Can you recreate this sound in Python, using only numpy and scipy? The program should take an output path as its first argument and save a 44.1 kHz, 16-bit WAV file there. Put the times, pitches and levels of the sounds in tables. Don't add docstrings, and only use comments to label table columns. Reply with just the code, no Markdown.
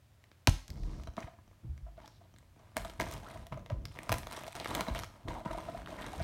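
import sys
import numpy as np
from scipy import signal
from scipy.fft import rfft, irfft
from scipy.io import wavfile
from scipy.ndimage import uniform_filter1d

SR = 44100
rng = np.random.default_rng(int(sys.argv[2]) if len(sys.argv) > 2 else 0)


def bounce(signal):
    frames = np.transpose(np.atleast_2d(signal))
    limited = np.clip(frames, -1, 1)
    pcm = np.round(limited * 32767).astype(np.int16)
    wavfile.write(sys.argv[1], SR, pcm)


N = 275071
TIME = np.arange(N) / SR

# frequency in Hz, relative level in dB.
AIR_COLOUR = [(15, -0.5), (42, -10.5), (96, 6), (170, -10.5), (330, -17.5), (480, -20.5), (650, -16.5),
              (800, -21), (2000, -24.5), (9000, -34.5), (16000, -37)]
AIR_DB = -63
# frequency in Hz, time to fall by 60 dB in seconds.
ROOM_DECAY = [(150, 0.2), (700, 0.4), (3000, 0.39), (6000, 0.45), (15000, 0.41)]
WALL_MIX_S = 0.19

# frequency in Hz, width in Hz, relative level in dB.
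SHELL_RESONANCES = [(260.3, 250, 2.5), (610, 77, 9), (666, 23, 11), (990, 140, 4), (1228, 150, 1.5),
                    (1676, 51, 2), (2240, 390, 1.5), (3285, 150, 6.5), (3930, 260, 6.5), (5860, 600, 3.5)]
GRIP_DETUNE = 0.036
FOCUS_DB, FOCUS_OCTAVES = 8.5, 0.32
BEND_LAG_S = 0.000819

# frequency in Hz, relative level in dB.
SNAP_COLOUR = [(100, -26.5), (270, 2), (430, -12), (1300, -5), (2000, -2.5), (3600, -1), (6300, -6),
               (8000, -11.5), (12000, -15.5), (16000, -26.5)]
CLICK_COLOUR = [(60, -16), (270, 9), (430, 12.5), (800, 11), (2000, 8.5), (3000, 0.5), (6000, -9),
                (9000, -14), (12500, -14), (16000, -19)]
WRAP_COLOUR = [(200, -13.5), (900, 11.5), (2000, 5), (3800, 4.5), (5000, -0.5), (7000, -3.5), (9000, -0.5),
               (10300, -9.5), (12000, -3.5), (16000, -43)]
DRAG_COLOUR = [(80, -3), (300, 3.5), (430, -3.5), (650, 0), (950, -2), (1350, -7.5), (2200, -13),
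               (4000, -22.5), (12000, -36)]
FLEX_COLOUR = [(15, -39), (28, -6), (42, 3.5), (75, 0.5), (130, -1), (200, -10.5), (300, -14), (450, -24),
               (1000, -33.5), (4000, -71)]

HOLD_FROM_S, HOLD_FLEX_DB = 0.65, -65.5
RATTLE_PER_S, RATTLE_DB = 14, -73

# start in seconds, length in seconds, level in dB.
SQUEEZES = [(0.69, 0.29, -43.5), (1.63, 0.026, -49), (2.765, 0.08, -47), (2.985, 0.17, -45.5),
            (3.34, 0.035, -49), (3.51, 0.086, -46), (3.72, 0.12, -44.5), (4.09, 0.029, -37.5),
            (4.9, 0.085, -46), (5.25, 0.021, -38), (5.47, 0.37, -50.5), (6.16, .08, -43.5)]
SQUEEZE_ATTACK_S, SQUEEZE_RELEASE_S = 0.0074, 0.083
# start in seconds, peak level in dB, first pitch in Hz,
# last pitch in Hz, rise in seconds, time to fall by 60 dB in seconds.
THUMPS = [(0.476, -10, 135, 92, 0.014, 0.014), (0.483, -24, 81.5, 80, 0.0024, 0.21),
          (0.483, -25.5, 45.2, 44, 0.015, 0.27), (0.757, -27.5, 42, 40, 0.073, 0.35),
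          (1.075, -30.5, 91, 63, 0.012, 0.049), (1.237, -32, 110, 81, 0.008, 0.036),
          (1.635, -39.5, 206.6, 129.4, 0.014, 0.65), (1.668, -32.5, 107, 72, 0.03, 0.34),
          (1.812, -38, 72, 51.8, 0.012, 0.55), (3.514, -36.5, 133, 129.6, 0.0063, 0.22),
          (3.705, -24, 156.4, 85, 0.026, 0.042), (3.752, -31, 69, 53, 0.019, 0.12),
          (4.099, -28.5, 144, 110, 0.0063, 0.24), (4.898, -27, 59, 54, 0.015, 0.11),
          (5.454, -32.5, 198, 122, 0.012, 0.039), (6.197, -28.5, 143, 96, 0.017, 0.043)]
# start in seconds, peak level in dB, pitch in Hz.
HOLLOW_NOTES = [(1.178, -38, 227), (1.277, -45, 705), (1.64, -51.5, 319), (1.864, -52, 655), (1.88, -51.5, 672),
                (1.978, -47, 637), (2.041, -48, 860), (2.211, -54, 672), (2.251, -56, 660), (2.6, -73, 680),
                (2.765, -33, 253), (2.849, -37, 662), (3, -42.5, 425), (3.356, -44, 630), (3.571, -38, 610),
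                (5.282, -34.5, 305), (5.307, -42.5, 957), (5.348, -43.5, 1028), (5.377, -44, 775),
                (5.407, -41.5, 650), (5.529, -37.5, 935), (5.546, -34, 663), (5.684, -32.5, 661),
                (5.745, -35.5, 672), (5.787, -40, 700), (5.92, -39, 633), (6.131, -39.5, 747), (6.2, -33, 667)]
NUDGE_RISE_S, NUDGE_OVERTONE_DB = 0.0049, -18

# start in seconds, level in dB over the first 4 ms,
# brightness in dB per octave, favoured band in Hz.
KNOCKS = [(1.0726, -44.5, 4.5, 1390), (1.1789, -35.5, -2.5, 1310), (2.7705, -42, -18, 607),
          (3.5231, -37.5, -1, 1090), (3.7041, -38, -3.5, 590), (4.8837, -32.5, 2.5, 895),
          (5.4572, -36, -14, 1040), (5.5069, -38, -5, 1010), (5.5769, -38, -2, 910)]
# start in seconds, length in seconds, level in dB.
RUBS = [(0.85, 0.17, -62), (1.185, 0.054, -53.5), (1.975, 0.087, -63.5), (2.56, 0.51, -67),
        (2.78, 0.083, -59.5), (2.995, 0.008, -39), (3.05, 0.089, -49), (3.23, 0.19, -53.5),
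        (3.955, 0.16, -52.5), (4.09, 0.032, -48.5), (4.265, 0.2, -52.5), (4.55, 0.082, -48.5),
        (4.68, 0.12, -40), (4.87, 0.14, -48), (5.1, 0.28, -62.5), (5.279, 0.039, -47.5), (5.34, 0.049, -51),
        (5.45, 0.081, -52.5), (5.505, 0.31, -51), (5.88, 0.45, -47.5)]
RUB_ATTACK_S, RUB_RELEASE_S = 0.0011, 0.036
FLEX_PER_RUB_DB, WRAP_PER_RUB_DB = -5, -12.5
FIT_S, FIT_DB = 0.012, 4.5

SCUFF_LEAD_S, SCUFF_S = 0.008, 0.02
SCUFF_RISE_S, SCUFF_FALL_S = 0.004, 0.013
KNOCK_SCUFF_DB, CLICK_SCUFF_DB, NUDGE_SCUFF_DB = -9.5, -28, -15.5

# start in seconds, length in seconds, level in dB,
# first pitch in Hz, last pitch in Hz.
SQUEAKS = [(3.228, 0.061, -50.5, 636, 1810), (4.867, 0.032, -40, 857, 926),
           (5.339, 0.0557, -44.5, 1023, 717)]
SQUEAK_WIDTH_HZ = 370
# start in seconds, length in seconds, level in dB, band in Hz.
SCRAPES = [(0.763, 0.3, -69.5, 4760), (1.163, 0.0048, -57, 1230), (1.223, 0.0095, -47.5, 1940),
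           (2.01, 0.18, -74.5, 4040), (4.281, 0.16, -59.5, 1710), (4.564, 0.083, -56, 2100),
           (4.696, 0.064, -55, 1050), (4.951, 0.031, -50.5, 2680), (5.281, 0.0085, -57, 3180),
           (5.449, 0.067, -51, 1190), (5.975, 0.091, -51.5, 1550), (6.196, 0.034, -51.5, 1890)]
SCRAPE_ATTACK_S, SCRAPE_RELEASE_S = 0.007, 0.001
SCRAPE_PER_S, SCRAPE_SPREAD_DB = 1100, 1
SCRAPE_WIDTH = 0.35

# start in seconds, length in seconds, level in dB.
CRUMPLES = [(0.72, 0.24, -76), (2.77, 0.21, -63.5), (3.0, 0.2, -58.5), (3.18, 0.17, -65.5),
            (3.91, 0.044, -61.5), (4.115, 0.076, -59), (4.3, 0.29, -55.5), (4.575, 0.25, -57.5),
            (4.945, 0.102, -54.5), (5.52, 0.21, -68), (6.0, 0.074, -58.5), (6.09, 0.27, -62)]
CRUMPLE_ATTACK_S, CRUMPLE_RELEASE_S = 0.00072, 0.004
BUCKLE_PER_S, BUCKLE_DB = 70, 2.5
# start in seconds, level in dB over the first 4 ms,
# brightness in dB per octave, favoured band in Hz.
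CLICKS = [(0.2398, -58, 4.5, 3500), (0.3155, -56.5, -0.5, 4800.0), (0.6804, -50.5, 6, 6560),
          (0.7029, -48, 9, 4700), (0.8347, -55.5, 4, 4120), (1.0355, -54.5, 3.5, 4800.0),
          (1.1675, -49.5, 1, 5800), (1.2042, -48.5, 1, 6000), (1.7777, -58.5, 3, 5660),
          (2.0588, -55.5, 4.5, 3990), (2.0773, -52, 4.5, 4870), (2.362, -61, 4, 4020),
          (2.3852, -59.5, 4, 9100), (2.7676, -28, 2, 9230), (2.7775, -45, 6, 6000),
          (2.8479, -43.5, 1, 1280), (2.8976, -46.5, 2.5, 3440), (2.9991, -31.5, 3, 1740),
          (3.0095, -35, 3.5, 5100), (3.0154, -37, 0.5, 5740), (3.1128, -47, 12, 1430.0),
          (3.138, -47.5, 11, 7100), (3.4676, -49.5, 7, 710.0), (3.6612, -49.5, 1, 3500),
          (3.8538, -41.5, 3.5, 4730), (3.9883, -38.5, 2, 2000), (4.0324, -49.5, 7.5, 9800),
          (4.0935, -29, 1.5, 1000), (4.1187, -27.5, 6.5, 680), (4.1251, -27, 7, 840),
          (4.1406, -34.5, 4.5, 673), (4.1832, -41.5, 6, 9500), (4.232, -45, -1, 3300),
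          (4.27, -38.5, 2.5, 1220), (4.3226, -43, 5, 840), (4.3277, -44.0, 4, 9500),
          (4.3465, -49, -3.5, 1800), (4.3765, -40, -7, 1200), (4.4355, -43, 4.5, 600.0),
          (4.4791, -42, 3, 706), (4.5528, -46.5, 8, 1400), (4.5997, -39.5, 3.5, 3960),
          (4.6455, -39.5, 5, 2520), (4.6578, -33, -2.5, 1000), (4.7503, -32, 6, 1000),
          (4.8082, -30, 4, 1180), (4.8674, -42, 1, 850.0), (4.9487, -38.5, 1, 1940),
          (5.0347, -38, -1.5, 5850), (5.2834, -40.5, -1.5, 3800), (5.8605, -46, -0.5, 3400),
          (5.873, -43, -0.5, 1400)]
# start in seconds, level in dB over the first 4 ms,
# brightness in dB per octave, favoured band in Hz.
SNAP = [(0.4725, -19, -1, 2340), (0.476, -24, -14.5, 1400), (0.4824, -38, -1.5, 3000),
        (0.4863, -43, 5, 5500), (0.491, -35.5, -7.5, 3200), (0.495, -38.5, 9, 7000)]
# frequency in Hz, peak level in dB.
SNAP_RING = [(950, -62.5), (2708, -55.5), (2849, -50.5), (3699, -54.5), (3979, -59.5), (5269, -49),
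             (5993, -55), (6422, -50.5), (9075, -51.5)]
SNAP_RING_T60_S = 0.35

TOP_HZ = 15900


def undb(db):
    return 10 ** (np.asarray(db) / 20)


def unit(x):
    return x / np.sqrt(np.mean(x ** 2))


def across(points, hz):
    f, value = np.transpose(points)
    return np.interp(np.log(hz + 1), np.log(f), value)


def add(out, s, sound):
    i = int(s * SR)
    out[i:i + len(sound)] += sound[:max(N - i, 0)]


def noise(colour):
    spectrum = rfft(rng.standard_normal(N))
    gain = undb(across(colour, np.fft.rfftfreq(N, 1 / SR)))
    return unit(irfft(spectrum * gain, N))


def swell_and_fade(t, length_s, attack_s, release_s):
    return np.minimum(t / attack_s, 1) * np.exp(-np.maximum(t - length_s, 0) / release_s)


def gestures(table, attack_s, release_s):
    power = np.zeros(N)
    for s, length_s, db in table:
        shape = swell_and_fade(TIME[:SR], length_s, attack_s, release_s)
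        add(power, s, (undb(db) * shape) ** 2)
    return np.sqrt(power)


def scuffs(table, scuff_db):
    moves = [(s - SCUFF_LEAD_S, SCUFF_S, db + scuff_db) for s, db, *_ in table]
    return gestures(moves, SCUFF_RISE_S, SCUFF_FALL_S)


def holding(db):
    return undb(db) * (TIME > HOLD_FROM_S)


def fits():
    chance = unit(uniform_filter1d(rng.standard_normal(N), size=int(FIT_S * SR)))
    return unit(undb(FIT_DB * np.clip(chance, -2, 1)))


def shell_ring(hz, ring_db):
    mix = 2 * rng.random(len(SHELL_RESONANCES))
    detune = 1 + GRIP_DETUNE * rng.standard_normal(len(SHELL_RESONANCES))
    ring = np.zeros(len(hz), complex)
    for share, shift, (f, width_hz, db) in zip(mix, detune, SHELL_RESONANCES):
        ring += share * undb(db + ring_db) / (1 + 2j * (hz - f * shift) / width_hz)
    return ring


def crack(colour, tilt_db, focus_hz, fray_s, fray_db, ring_db, focus_db=FOCUS_DB, size=4096):
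    hz, t = np.fft.rfftfreq(size, 1 / SR), np.arange(size) / SR
    spray = rng.standard_normal(size) * np.exp(-t / fray_s)
    push = undb(fray_db) * spray / np.linalg.norm(spray)
    push[0] += 1
    octaves_off = np.log2((hz + 1) / focus_hz)
    db = across(colour, hz) + tilt_db * np.log2(np.clip(hz, 900, 8000) / 2000)
    db = db + focus_db * np.exp(-.5 * (octaves_off / FOCUS_OCTAVES) ** 2)
    cepstrum = irfft(np.log(undb(db)))
    cepstrum[1:size // 2] *= 2
    cepstrum[size // 2 + 1:] = 0
    lag_s = BEND_LAG_S * np.sqrt(1000 / (hz + 100))
    spread = np.exp(-2j * np.pi * np.cumsum(lag_s) * SR / size)
    fade = np.cos(np.pi / 2 * t / t[-1]) ** 2
    return fade * irfft(rfft(push) * np.exp(rfft(cepstrum)) * spread * (1 + shell_ring(hz, ring_db)))


def strikes(table, colour, fray_s, fray_db, ring_db, focus_db=FOCUS_DB):
    out = np.zeros(N)
    for s, db, tilt_db, focus_hz in table:
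        sound = crack(colour, tilt_db, focus_hz, fray_s, fray_db, ring_db, focus_db)
        onset_rms = np.sqrt(np.mean(sound[:SR // 250] ** 2))
        add(out, s, undb(db) * sound / onset_rms)
    return out


def grains(colour, rate, spread_db, fray_s, ring_db, tilt_spread_db, count=10):
    out = np.zeros(N)
    spots_hz = rng.permutation(np.geomspace(400, 12000, count))
    tilts_db = np.linspace(-1, 1, count) * tilt_spread_db
    slips_per_spot = int(rate * N / SR / count)
    for tilt_db, focus_hz in zip(tilts_db, spots_hz):
        slip = unit(crack(colour, tilt_db, focus_hz, fray_s, 3.6, ring_db))
        for when, strength, side in rng.random((slips_per_spot, 3)):
            db = spread_db * min(-np.log(1 - strength), 3)
            add(out, when * N / SR, np.sign(side - .5) * undb(db) * slip)
    return unit(out)


def still_air():
    return undb(AIR_DB) * noise(AIR_COLOUR)


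def room(x, delay_s=0.00048):
    t = TIME[:SR // 2]
    density = np.clip((t / WALL_MIX_S) ** 2, .01, 1)
    present = rng.random(len(t)) < density
    echoes = np.sign(rng.standard_normal(len(t))) * present / np.sqrt(density)
    hz, spectrum = np.fft.rfftfreq(len(t), 1 / SR), rfft(echoes)
    tail = np.zeros(len(t))
    for low in 2 ** np.arange(7, 15):
        band = irfft(spectrum * ((hz >= low) & (hz < 2 * low)), len(t))
        tail += band * np.exp(-np.log(1000) * t / across(ROOM_DECAY, low * np.sqrt(2)))
    tail *= t > delay_s
    return signal.oaconvolve(x, tail / np.linalg.norm(tail))[:N]


def rattle():
    taps = grains(DRAG_COLOUR, rate=RATTLE_PER_S, spread_db=3, fray_s=.003, ring_db=6,
                  tilt_spread_db=1, count=6)
    return holding(RATTLE_DB) * taps


def shell_flex(rubbing):
    squeezing = gestures(SQUEEZES, SQUEEZE_ATTACK_S, SQUEEZE_RELEASE_S)
    grip = np.hypot(np.hypot(squeezing, undb(FLEX_PER_RUB_DB) * rubbing), holding(HOLD_FLEX_DB))
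    out = grip * noise(FLEX_COLOUR)
    t = TIME[:SR // 2]
    for s, db, first_hz, last_hz, rise_s, t60 in THUMPS:
        decay = np.exp(-np.log(1000) * np.maximum(t - rise_s, 0) / t60)
        swell = np.minimum(t / rise_s, 1) ** 2 * decay
        hz = last_hz + (first_hz - last_hz) * np.exp(-(t / rise_s) ** 2)
        jerks = unit(uniform_filter1d(rng.standard_normal(len(t)), size=400)) * min(rise_s / .03, 1)
        phase = 2 * np.pi * np.cumsum(hz * (1 + .18 * jerks)) / SR
        add(out, s, undb(db) * swell * np.sin(phase))
    return out


def hollow_notes():
    out, t = np.zeros(N), TIME[:SR // 10]
    swell = (t / NUDGE_RISE_S) ** 2 * np.exp(2 - 2 * t / NUDGE_RISE_S)
    for s, db, hz in HOLLOW_NOTES:
        overtones = rng.uniform(1.3, 2.3, 3) * hz
        upper = sum(np.sin(2 * np.pi * f * t) for f in overtones)
        note = np.sin(2 * np.pi * hz * t) + undb(NUDGE_OVERTONE_DB) * upper
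        add(out, s, undb(db) * swell * note)
    return out


def knocks():
    return strikes(KNOCKS, DRAG_COLOUR, fray_s=0.0025, fray_db=1.5, ring_db=4)


def drag(rubbing):
    slips = grains(DRAG_COLOUR, rate=420, spread_db=4, fray_s=.002, ring_db=-4, tilt_spread_db=2, count=48)
    scuffing = np.hypot(scuffs(KNOCKS, KNOCK_SCUFF_DB), scuffs(HOLLOW_NOTES, NUDGE_SCUFF_DB))
    return np.hypot(rubbing, scuffing) * unit(slips * fits() + .5 * noise(DRAG_COLOUR))


def squeaks():
    out = np.zeros(N)
    smooth = signal.butter(2, SQUEAK_WIDTH_HZ / 2, fs=SR, output="sos")
    in_phase, quadrature = (unit(signal.sosfilt(smooth, row)) for row in rng.standard_normal((2, N)))
    for s, length_s, db, first_hz, last_hz in SQUEAKS:
        during = (TIME >= s) & (TIME < s + length_s)
        progress = (TIME[during] - s) / length_s
        phase = 2 * np.pi * np.cumsum(first_hz * (last_hz / first_hz) ** progress) / SR
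        chatter = in_phase[during] * np.cos(phase) + quadrature[during] * np.sin(phase)
        add(out, s, undb(db) * np.sin(np.pi * progress) * chatter)
    return out


def scrapes():
    out, t = np.zeros(N), TIME[:SR // 2]
    for s, length_s, db, hz in SCRAPES:
        caught = rng.random(len(t)) < SCRAPE_PER_S / SR
        scatter = np.clip(rng.standard_normal(len(t)), -2, 2)
        catches = caught * undb(SCRAPE_SPREAD_DB * scatter)
        edges_hz = [hz / (1 + SCRAPE_WIDTH), hz * (1 + SCRAPE_WIDTH)]
        band = signal.butter(2, edges_hz, "band", fs=SR, output="sos")
        shape = swell_and_fade(t, length_s, SCRAPE_ATTACK_S, SCRAPE_RELEASE_S)
        add(out, s, undb(db) * shape * unit(signal.sosfilt(band, catches)))
    return out


def crinkle(rubbing):
    creases = grains(WRAP_COLOUR, rate=520, spread_db=6, fray_s=.0006, ring_db=-14,
                     tilt_spread_db=3.5, count=40)
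    buckles = grains(CLICK_COLOUR, rate=BUCKLE_PER_S, spread_db=3, fray_s=.0011, ring_db=-9,
                     tilt_spread_db=6, count=24)
    crumpling = gestures(CRUMPLES, CRUMPLE_ATTACK_S, CRUMPLE_RELEASE_S)
    sliding = np.hypot(undb(WRAP_PER_RUB_DB) * rubbing, scuffs(CLICKS, CLICK_SCUFF_DB))
    crumpled = crumpling * fits() * (creases + undb(BUCKLE_DB) * buckles)
    return crumpled + sliding * unit(creases + noise(WRAP_COLOUR))


def clicks():
    return strikes(CLICKS, CLICK_COLOUR, fray_s=.0013, fray_db=1, ring_db=-9)


def snap():
    direct = strikes(SNAP, SNAP_COLOUR, fray_s=0.0031, fray_db=-2.5, ring_db=-16, focus_db=2.5)
    t = TIME[:SR // 2]
    decay = np.exp(-np.log(1000) * t / SNAP_RING_T60_S)
    for hz, db in SNAP_RING:
        add(direct, SNAP[0][0], undb(db) * decay * np.sin(2 * np.pi * hz * t))
    radiated = strikes(SNAP, SNAP_COLOUR, fray_s=.001, fray_db=-30, ring_db=-25, focus_db=0)
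    return direct + room(undb(-12.5) * radiated)


def scene():
    rubbing = gestures(RUBS, RUB_ATTACK_S, RUB_RELEASE_S)
    ticks = clicks() + knocks() + hollow_notes() + rattle()
    rustle = drag(rubbing) + crinkle(rubbing) + scrapes() + squeaks()
    flex = shell_flex(rubbing)
    echo = room(undb(-8.0) * (ticks + rustle) + undb(-6.0) * flex)
    return (snap() + ticks + rustle + flex + echo + still_air())[None]


def record(dry):
    lean = signal.sosfilt(signal.butter(4, 32, "high", fs=SR, output="sos"), dry)
    return signal.sosfilt(signal.ellip(8, .2, 70, TOP_HZ, fs=SR, output="sos"), lean)


dry = scene()
out = record(dry)
bounce(out)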